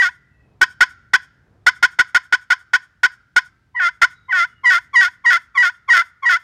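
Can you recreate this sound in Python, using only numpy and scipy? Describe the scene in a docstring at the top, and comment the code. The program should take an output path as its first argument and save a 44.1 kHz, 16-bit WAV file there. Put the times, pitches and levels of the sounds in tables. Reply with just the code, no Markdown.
"""Slate pot call at a wood's edge

A wooden striker is scraped over the slate, close by. Its tip sticks and slips several hundred times
a second, and each slip rings the slate and its pot. Long strokes give yelps, a clear whistle that
breaks into a lower rasp; short hard ones give clucks. The trees scatter the sound, fingers rub
on the pot, and birds sing far off over a low rumble and a faint hiss."""
import sys
import numpy as np
from scipy import signal
from scipy.fft import rfft, irfft
from scipy.io import wavfile
from scipy.ndimage import uniform_filter1d

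SR = 44100
rng = np.random.default_rng(int(sys.argv[2]) if len(sys.argv) > 2 else 0)


def generate_wav(signal):
    """Clip the signal to [-1, 1] and save it as 16-bit WAV at the path in sys.argv[1]."""
    frames = np.transpose(np.atleast_2d(signal))
    scaled = np.clip(frames, -1, 1) * 32767
    pcm = np.round(scaled).astype(np.int16)
    wavfile.write(sys.argv[1], SR, pcm)


N = 283563


def from_db(db):
    return 10 ** (np.asarray(db) / 20)


def unit_rms(x):
    return x / np.sqrt(np.mean(x ** 2) + 1e-20)


def butter(x, hz, kind, order=2):
    return signal.sosfilt(signal.butter(order, hz, kind, fs=SR, output="sos"), x)


def ramp(t, start, length):
    return np.clip((t - start) / length, 0, 1)


def blend(a, b, share):
    return a + (b - a) * share


def flutter(size, hz):
    """Low-passed noise, RMS 1."""
    return unit_rms(butter(rng.standard_normal(size), hz, "low"))


def add(out, start_s, sound):
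    i = round(start_s * SR)
    low, high = max(i, 0), min(i + len(sound), N)
    out[low:high] += sound[low - i:high - i]


def resonance(x, hz, width_hz):
    """Two-pole resonator, peak gain 1."""
    r, w = np.exp(-np.pi * width_hz / SR), 2 * np.pi * hz / SR
    return signal.lfilter([2 * (1 - r) * np.sin(w)], [1, -2 * r * np.cos(w), r * r], x + 1e-18)


# Modes of slate, pot and striker: f/Hz, width/Hz, gain/dB
CALL_MODES = [(620, 84, -30.5), (1114, 63.0, -9.5), (1355.6, 93.8, -0.5), (1488.2, 115.6, 1.0),
              (1858.0, 117.6, 1.0), (2032.3, 122, -1.0), (2574, 163.0, -18.5), (3032, 258.0, -20.5),
              (3440, 238, -18.5), (4517.0, 386.0, -26.0), (4870, 214.0, -23.5), (5290.0, 200.0, -22.5),
              (5940, 317.0, -30.5), (6613, 322.0, -29.0), (8960, 830, -40.0), (13000, 1400, -46.0)]


def pot(force, low_hz=620, top_hz=11000):
    """The modes radiate with alternating signs; the small pot gives off little bass."""
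    modes = sum((-1) ** k * from_db(db) * resonance(force, hz, width_hz)
                for k, (hz, width_hz, db) in enumerate(CALL_MODES))
    return butter(butter(modes, low_hz, "high", order=4), top_hz, "low")


def slips(hz, limp, chaos, weaken, lurch, lag_cycles=.04, jitter_cycles=.037, size_spread=.22):
    """One force pulse per slip. Limp delays and weakens every other one; chaos scatters them."""
    n = len(hz)
    cycles = np.cumsum(hz) / SR
    k = np.arange(1, int(cycles[-1]) - 1)
    limp, chaos = np.interp(k, cycles, limp), np.interp(k, cycles, chaos)
    time_noise, size_noise = rng.standard_normal((len(k), 2)).T
    alternation = limp * (-1) ** k
    slip_cycle = k + lag_cycles * alternation + jitter_cycles * chaos * time_noise
    threes = lurch * chaos ** 2 * (k % 3 - 1)   # sizes bunch in threes
    size = (1 - weaken * alternation) * np.exp(size_spread * chaos * size_noise + threes)
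    position = np.interp(slip_cycle, cycles, np.arange(n))
    whole, part = position.astype(int), position % 1
    force = np.bincount(whole, size * (1 - part), n + 1) + np.bincount(whole + 1, size * part, n + 1)
    return force[:n]


def scrape(hz, level, limp, chaos, bite_db, grit_db, weaken, lurch, sizzle_db, grit_hz=3500):
    """Friction drives the pot to a level. A biting tip adds treble; the slate's grain adds grit."""
    force = slips(hz, limp, chaos, weaken, lurch)
    swing = np.sqrt(uniform_filter1d(pot(force) ** 2, size=220) + 1e-12)
    force = force * level / np.maximum(swing, .5 * np.median(swing))
    sliding = signal.lfilter([.1], [1, -.9], force)   # short tail on each slip
    grit = from_db(grit_db) * chaos * sliding * rng.standard_normal(len(hz))
    sizzle = from_db(sizzle_db) * butter(grit, [7000, 14000], "band")
    sound = pot(force + butter(grit, grit_hz, "high", order=1)) + sizzle
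    body = signal.sosfiltfilt(signal.butter(4, 2800, fs=SR, output="sos"), sound)
    return body + from_db(bite_db) * (sound - body)


def thump(level, chaos, knock_db, crackle_db, crackle_hz=70):
    """Hard uneven slips add a knock near 370 Hz and a low crackle."""
    jolt = level ** 2 * chaos * rng.standard_normal(len(level))
    knock = butter(resonance(jolt, hz=370, width_hz=70), [290, 420], "band")
    return from_db(knock_db) * knock + from_db(crackle_db) * butter(jolt, crackle_hz, "low", order=1)


def ring_down(t, db, hz, t60_s=.05, rise_s=.0019):
    """One mode ringing freely from t = 0."""
    t = np.maximum(t, 0)
    return from_db(db - 60 * t / t60_s) * (1 - np.exp(-t / rise_s)) * np.sin(2 * np.pi * hz * t)


USUAL_STROKE_DB = -9
SKATE_DB, GRIP_S = -11, .012   # skating level re whistle; time the tip takes to grip


def yelp_pitch(t, start, grip, broken, along, end, skate_hz, whistle_hz, pressure,
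               rasp_hz=712, pressed_drop_hz=46.1, lowest_at=.72, hook_hz=80, hook_s=.008):
    """The slip rate glides to the whistle, drops at the break, sags and hooks up at the end."""
    whistle = blend(1.02 * skate_hz, whistle_hz, ramp(t, start, grip - start + .0011) ** 2)
    sag = 1 + .095 * np.cos(np.pi / 2 * along / lowest_at) ** 2
    hook = hook_hz * np.exp(np.minimum((t - end) / hook_s, 1))
    rasp = (rasp_hz - pressed_drop_hz * pressure) * sag + hook
    waver = blend(.018, .009, ramp(t, grip, GRIP_S))   # steadier once gripped
    return blend(whistle, rasp, broken) * (1 + waver * flutter(len(t), hz=50))


def yelp_level(t, start, gripped, broken, along, end, whistle_db, pressure,
               attack_s=.015, chatter_db=2, rasp_db=-10.7, ease_s=.029, ease_db=7, lift_db_per_s=2500.5):
    """Quiet chattering skate, steady whistle, then a rasp that fades as the hand eases and lifts."""
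    opening_db = whistle_db + (SKATE_DB + chatter_db * flutter(len(t), hz=110)) * (1 - gripped)
    carryover_db = .5 * (whistle_db - USUAL_STROKE_DB) * (1 - along) ** 2
    light_fade_db = 8.5 * (1 - pressure) * along
    stroke_db = blend(opening_db, rasp_db + carryover_db - light_fade_db, broken)
    ending_db = ease_db * ramp(t, end - ease_s, ease_s) ** 2 + lift_db_per_s * np.maximum(t - end, 0)
    return ramp(t, start - .0037, attack_s) ** 2 * from_db(stroke_db - ending_db)


# Tip contact (rows: skate, whistle, rasp ends, rasp middle): scatter/1, limp/1, bite/dB
TIP_CONTACT = [(0.3, 0.01, -13.5), (.3, 0.03, -1), (.38, .1, -1.5), (.9, 0.4, 3.5)]
# Long strokes: start t/s, grip t/s, break t/s, end t/s,
# skate f/Hz, whistle f/Hz, whistle level/dB, pressure after the break/1
YELP_STROKES = [(-0.05, -0.03, 0.02, 0.092, 1100, 969, -9.4, .15),
                (3.745, 3.765, 3.796, 3.893, 993, 965, -19.5, .62),
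                (4.284, 4.311, 4.324, 4.452, 1023, 985, -17, .62),
                (4.636, 4.659, 4.705, 4.788, 1068, 964, -9.0, .62),
                (4.934, 4.961, 5.011, 5.085, 1126, 959, -7.8, .25),
                (5.243, 5.263, 5.305, 5.376, 1067, 960, -9.0, .82),
                (5.548, 5.579, 5.628, 5.699, 1163, 982, -10.0, .35),
                (5.88, 5.904, 5.934, 6.021, 1122, 957, -7.8, .85),
                (6.225, 6.262, 6.293, 6.371, 1101, 961, -10.9, .75)]


def yelp(start, grip, break_at, end, skate_hz, whistle_hz, whistle_db, pressure):
    """The tip skates, grips into a whistle, breaks to a slower limping slip, speeds up as it lifts."""
    t = np.arange(start - .02, end + .05, 1 / SR) + .0018   # force leads the pot's swing
    effort_db = whistle_db - USUAL_STROKE_DB
    break_s = .005 / from_db(effort_db)   # soft strokes break more gradually
    gripped = ramp(t, grip - GRIP_S, GRIP_S) ** 2
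    broken = ramp(t, break_at - break_s / 2, break_s)
    along = ramp(t, break_at, end - break_at)   # progress through the rasp
    hz = yelp_pitch(t, start, grip, broken, along, end, skate_hz, whistle_hz, pressure)
    level = yelp_level(t, start, gripped, broken, along, end, whistle_db, pressure)

    skating, whistling, rasping, digging = np.array(TIP_CONTACT)[:, :, None]
    opening_contact = blend(skating, whistling, gripped)
    rasp_contact = blend(rasping, digging, np.sin(np.pi * along))
    scatter, limp, bite_db = blend(opening_contact, rasp_contact, broken)
    limp = limp + 1.4 * np.exp(-((along - .3) / .15) ** 2) * broken   # strongest early in the rasp
    # Harder strokes grate more and start brighter; the bite flutters over the grain.
    chaos = scatter * (.42 + .42 * pressure) * from_db(.5 * effort_db)
    bite_db = bite_db + 1.4 * effort_db * (1 - along) ** 2 + 1.65 * flutter(len(t), hz=60)
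    voice = scrape(hz, level, limp, chaos, bite_db,
                   grit_db=5.5, weaken=.38, lurch=.86, sizzle_db=-38, grit_hz=6000)

    # While skating, the striker swings smoothly at the slip rate.
    skate_level = np.minimum(level, from_db(whistle_db + SKATE_DB + 2)) * (1 - gripped)
    skate = skate_level * np.sin(2 * np.pi * np.cumsum(hz) / SR)
    striker = ring_down(t - end + .0013, db=-27, hz=990)
    return voice + skate + striker + thump(level, chaos, knock_db=-8.5, crackle_db=-4.5)


# Tree scatter: low f/Hz, high f/Hz, early gain/dB, far echo gain/dB, late gain/dB, late T60/s
TREE_SCATTER = [(500, 1400, -28.5, -38, -40, 1), (1300, 2180, -27.5, -41, -39, 0.96),
                (2400, 8000, -25, -39.5, -36, .6), (8000, 15000, -29, -25.5, -46.5, .45)]


def woods(x, early_t60_s=.2, onset_s=.0099, echo_s=.041, echo_db=-41, far_echo_s=.089, smear_s=.0057):
    """Near surfaces answer, a dull and a bright echo follow; trees leave a tail blurred in pitch."""
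    t = np.arange(SR) / SR
    reflections, tail = np.zeros((2, SR))
    onset = 1 - np.exp(-t / onset_s)
    for low_hz, high_hz, early_db, far_echo_db, late_db, t60_s in TREE_SCATTER:
        for response, db, shape in (
                (reflections, early_db, onset * from_db(-60 * t / early_t60_s)),
                (reflections, far_echo_db, np.exp(-np.abs(t - far_echo_s) / (2 * smear_s))),
                (tail, late_db, onset * from_db(-60 * t / t60_s))):
            noise = butter(rng.standard_normal(SR), [low_hz, high_hz], "band")
            response += from_db(db) * noise * shape / np.sqrt(np.sum(shape ** 2))
    echo_shape = (t > echo_s) * np.exp(-np.abs(t - echo_s) / smear_s)
    dull_echo = butter(rng.standard_normal(SR), 2500, "low") * echo_shape
    reflections += from_db(echo_db) * dull_echo / np.sqrt(np.sum(dull_echo ** 2))
    blurred = x * flutter(N, hz=110)
    return (signal.fftconvolve(x, reflections) + signal.fftconvolve(blurred, tail))[:N]


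# Outdoor noise spectrum: f/Hz, relative density/dB
AIR_SPECTRUM = [(20, -43.5), (55, 0), (115, 0.5), (200, -10), (320, -15.5), (520, -22), (900, -21.5),
                (2500, -23), (5000, -27), (9000, -35.5), (15000, -42)]
# Rumble swell: t/s, relative level/dB
RUMBLE_SWELL = [(0.0, -61), (0.21, -60.5), (0.53, -57), (1.34, -60), (1.63, -57.5), (2.44, -66),
                (4.78, -59.5), (6.43, -69)]


def air(rumble_gain_db=1, hiss_gain_db=-69.5, split_hz=450):
    """A slowly swelling rumble under a steady faint hiss."""
    hz, db = np.transpose(AIR_SPECTRUM)
    bin_hz = np.arange(N // 2 + 1) * SR / N
    colour = from_db(np.interp(np.log(bin_hz + 1), np.log(hz), db))
    noise = unit_rms(irfft(rfft(rng.standard_normal(N)) * colour, N))
    swell = from_db(rumble_gain_db + np.interp(np.arange(N) / SR, *np.transpose(RUMBLE_SWELL)))
    hiss = from_db(hiss_gain_db) * butter(noise, split_hz, "high")
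    return swell * butter(noise, split_hz, "low") - hiss


# Distant whistles: start t/s, end t/s, start f/Hz, end f/Hz, level/dB
BIRD_WHISTLES = [(0.118, 0.474, 1930, 1926, -64), (0.282, .56, 2660, 2530, -73),
                 (4.087, 4.32, 3900, 3770, -69.5), (4.47, 4.64, 2960, 2850, -67)]


def birds():
    """Thin gliding whistles, blurred by distance."""
    out = np.zeros(N)
    for start, end, start_hz, end_hz, db in BIRD_WHISTLES:
        along = np.linspace(0, 1, round((end - start) * SR))
        arch = np.sqrt(4 * along * (1 - along))
        blur = 1 + .74 * flutter(len(along), hz=40)
        tone = np.sin(2 * np.pi * np.cumsum(blend(start_hz, end_hz, along)) / SR)
        add(out, start, from_db(db) * arch * blur * tone)
    return out


# Shifts of hold on the pot: centre t/s, half length/s, level/dB
HOLD_SHIFTS = [(0.522, .16, -60.5), (1.56, 0.18, -61)]


def finger_rub(band_hz=(50, 1500), knee_hz=170):
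    """Fingers rub on the pot in soft, dull swells."""
    t = np.arange(N) / SR
    rub = butter(butter(rng.standard_normal(N), band_hz, "band"), knee_hz, "low", order=1)
    swells = sum(from_db(db) * np.exp(-((t - centre) / half) ** 2) for centre, half, db in HOLD_SHIFTS)
    return unit_rms(rub) * swells


# Short hard strokes: t/s, length/s, level/dB, base slip f/Hz
CLUCK_STROKES = [(0.613, 0.025, -5.5, 724.6), (0.807, 0.029, -6, 709), (1.135, 0.025, -7, 730.8),
                 (1.665, 0.027, -6, 709), (1.827, 0.028, -6.5, 701.5), (1.989, 0.026, -7.5, 704.7),
                 (2.147, 0.027, -8, 698), (2.325, 0.026, -9, 711), (2.503, 0.031, -9.5, 702),
                 (2.734, 0.028, -9, 712.5), (3.033, 0.028, -8, 710.6), (3.362, 0.026, -7, 706),
                 (4.017, 0.033, -7, 675)]


def cluck(length_s, level_db, slip_hz,
          lead_s=.0036, attack_s=.0042, settle_s=.0054, ease_s=.0036, sag_db=1.57, lift_db_per_s=2100):
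    """The pressed tip tears loose, judders, settles, and judders again as it lifts with rising pitch."""
    t = np.arange(0, length_s + .07, 1 / SR) - .008
    tear = .3 * np.exp(-np.maximum(t + lead_s, 0) / .003)
    hook = .19 * ramp(t, 0, length_s + ease_s) ** 2.5
    hz = slip_hz * (1 + tear + hook)
    fall_db = sag_db * ramp(t, 0, length_s) + lift_db_per_s * np.maximum(t - length_s + ease_s, 0)
    level = ramp(t, -lead_s, attack_s) ** 2 * from_db(level_db + 1 - fall_db)
    settled = ramp(t, .42 * length_s, settle_s) - ramp(t, length_s - ease_s / 2, settle_s)
    chaos = blend(1.09, .2, settled)
    limp = .45 * chaos
    bite_db = blend(-7, 4, ramp(t, -lead_s, .0064)) + .27 * (level_db - USUAL_STROKE_DB)
    voice = scrape(hz, level, limp, chaos, bite_db, grit_db=3, weaken=.65, lurch=.2, sizzle_db=-42)

    # The jolt rings two lightly damped slate modes; the striker rings at tear and at lift.
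    slate = (ring_down(t, db=level_db - 34.5, hz=1460, t60_s=.47)
             + ring_down(t, db=level_db - 40.5, hz=5170, t60_s=.34))
    striker = (ring_down(t + lead_s / 3, db=level_db - 3.5, hz=960, t60_s=.02)
               + ring_down(t - length_s + .003, db=level_db - 8, hz=1019, t60_s=.055))
    return voice + slate + striker + thump(level, chaos, knock_db=-4.5, crackle_db=-2.5, crackle_hz=32.2)


def scene():
    """Mono mix of the call, its echoes and the background."""
    call = np.zeros(N)
    for start, *stroke in YELP_STROKES:
        add(call, start - .02, yelp(start, *stroke))   # 20 ms lead-in
    for start, *stroke in CLUCK_STROKES:
        add(call, start - .008, cluck(*stroke))   # 8 ms lead-in
    return (call + woods(call) + finger_rub() + birds() + air())[None]


def record(dry, ceiling=.72, cutoff_hz=15800):
    """Soft clip, then a steep low-pass."""
    rounded = dry / (1 + (dry / ceiling) ** 8) ** (1 / 8)
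    return signal.sosfilt(signal.ellip(10, .1, 80, cutoff_hz, fs=SR, output="sos"), rounded)


dry = scene()
out = record(dry)
generate_wav(out)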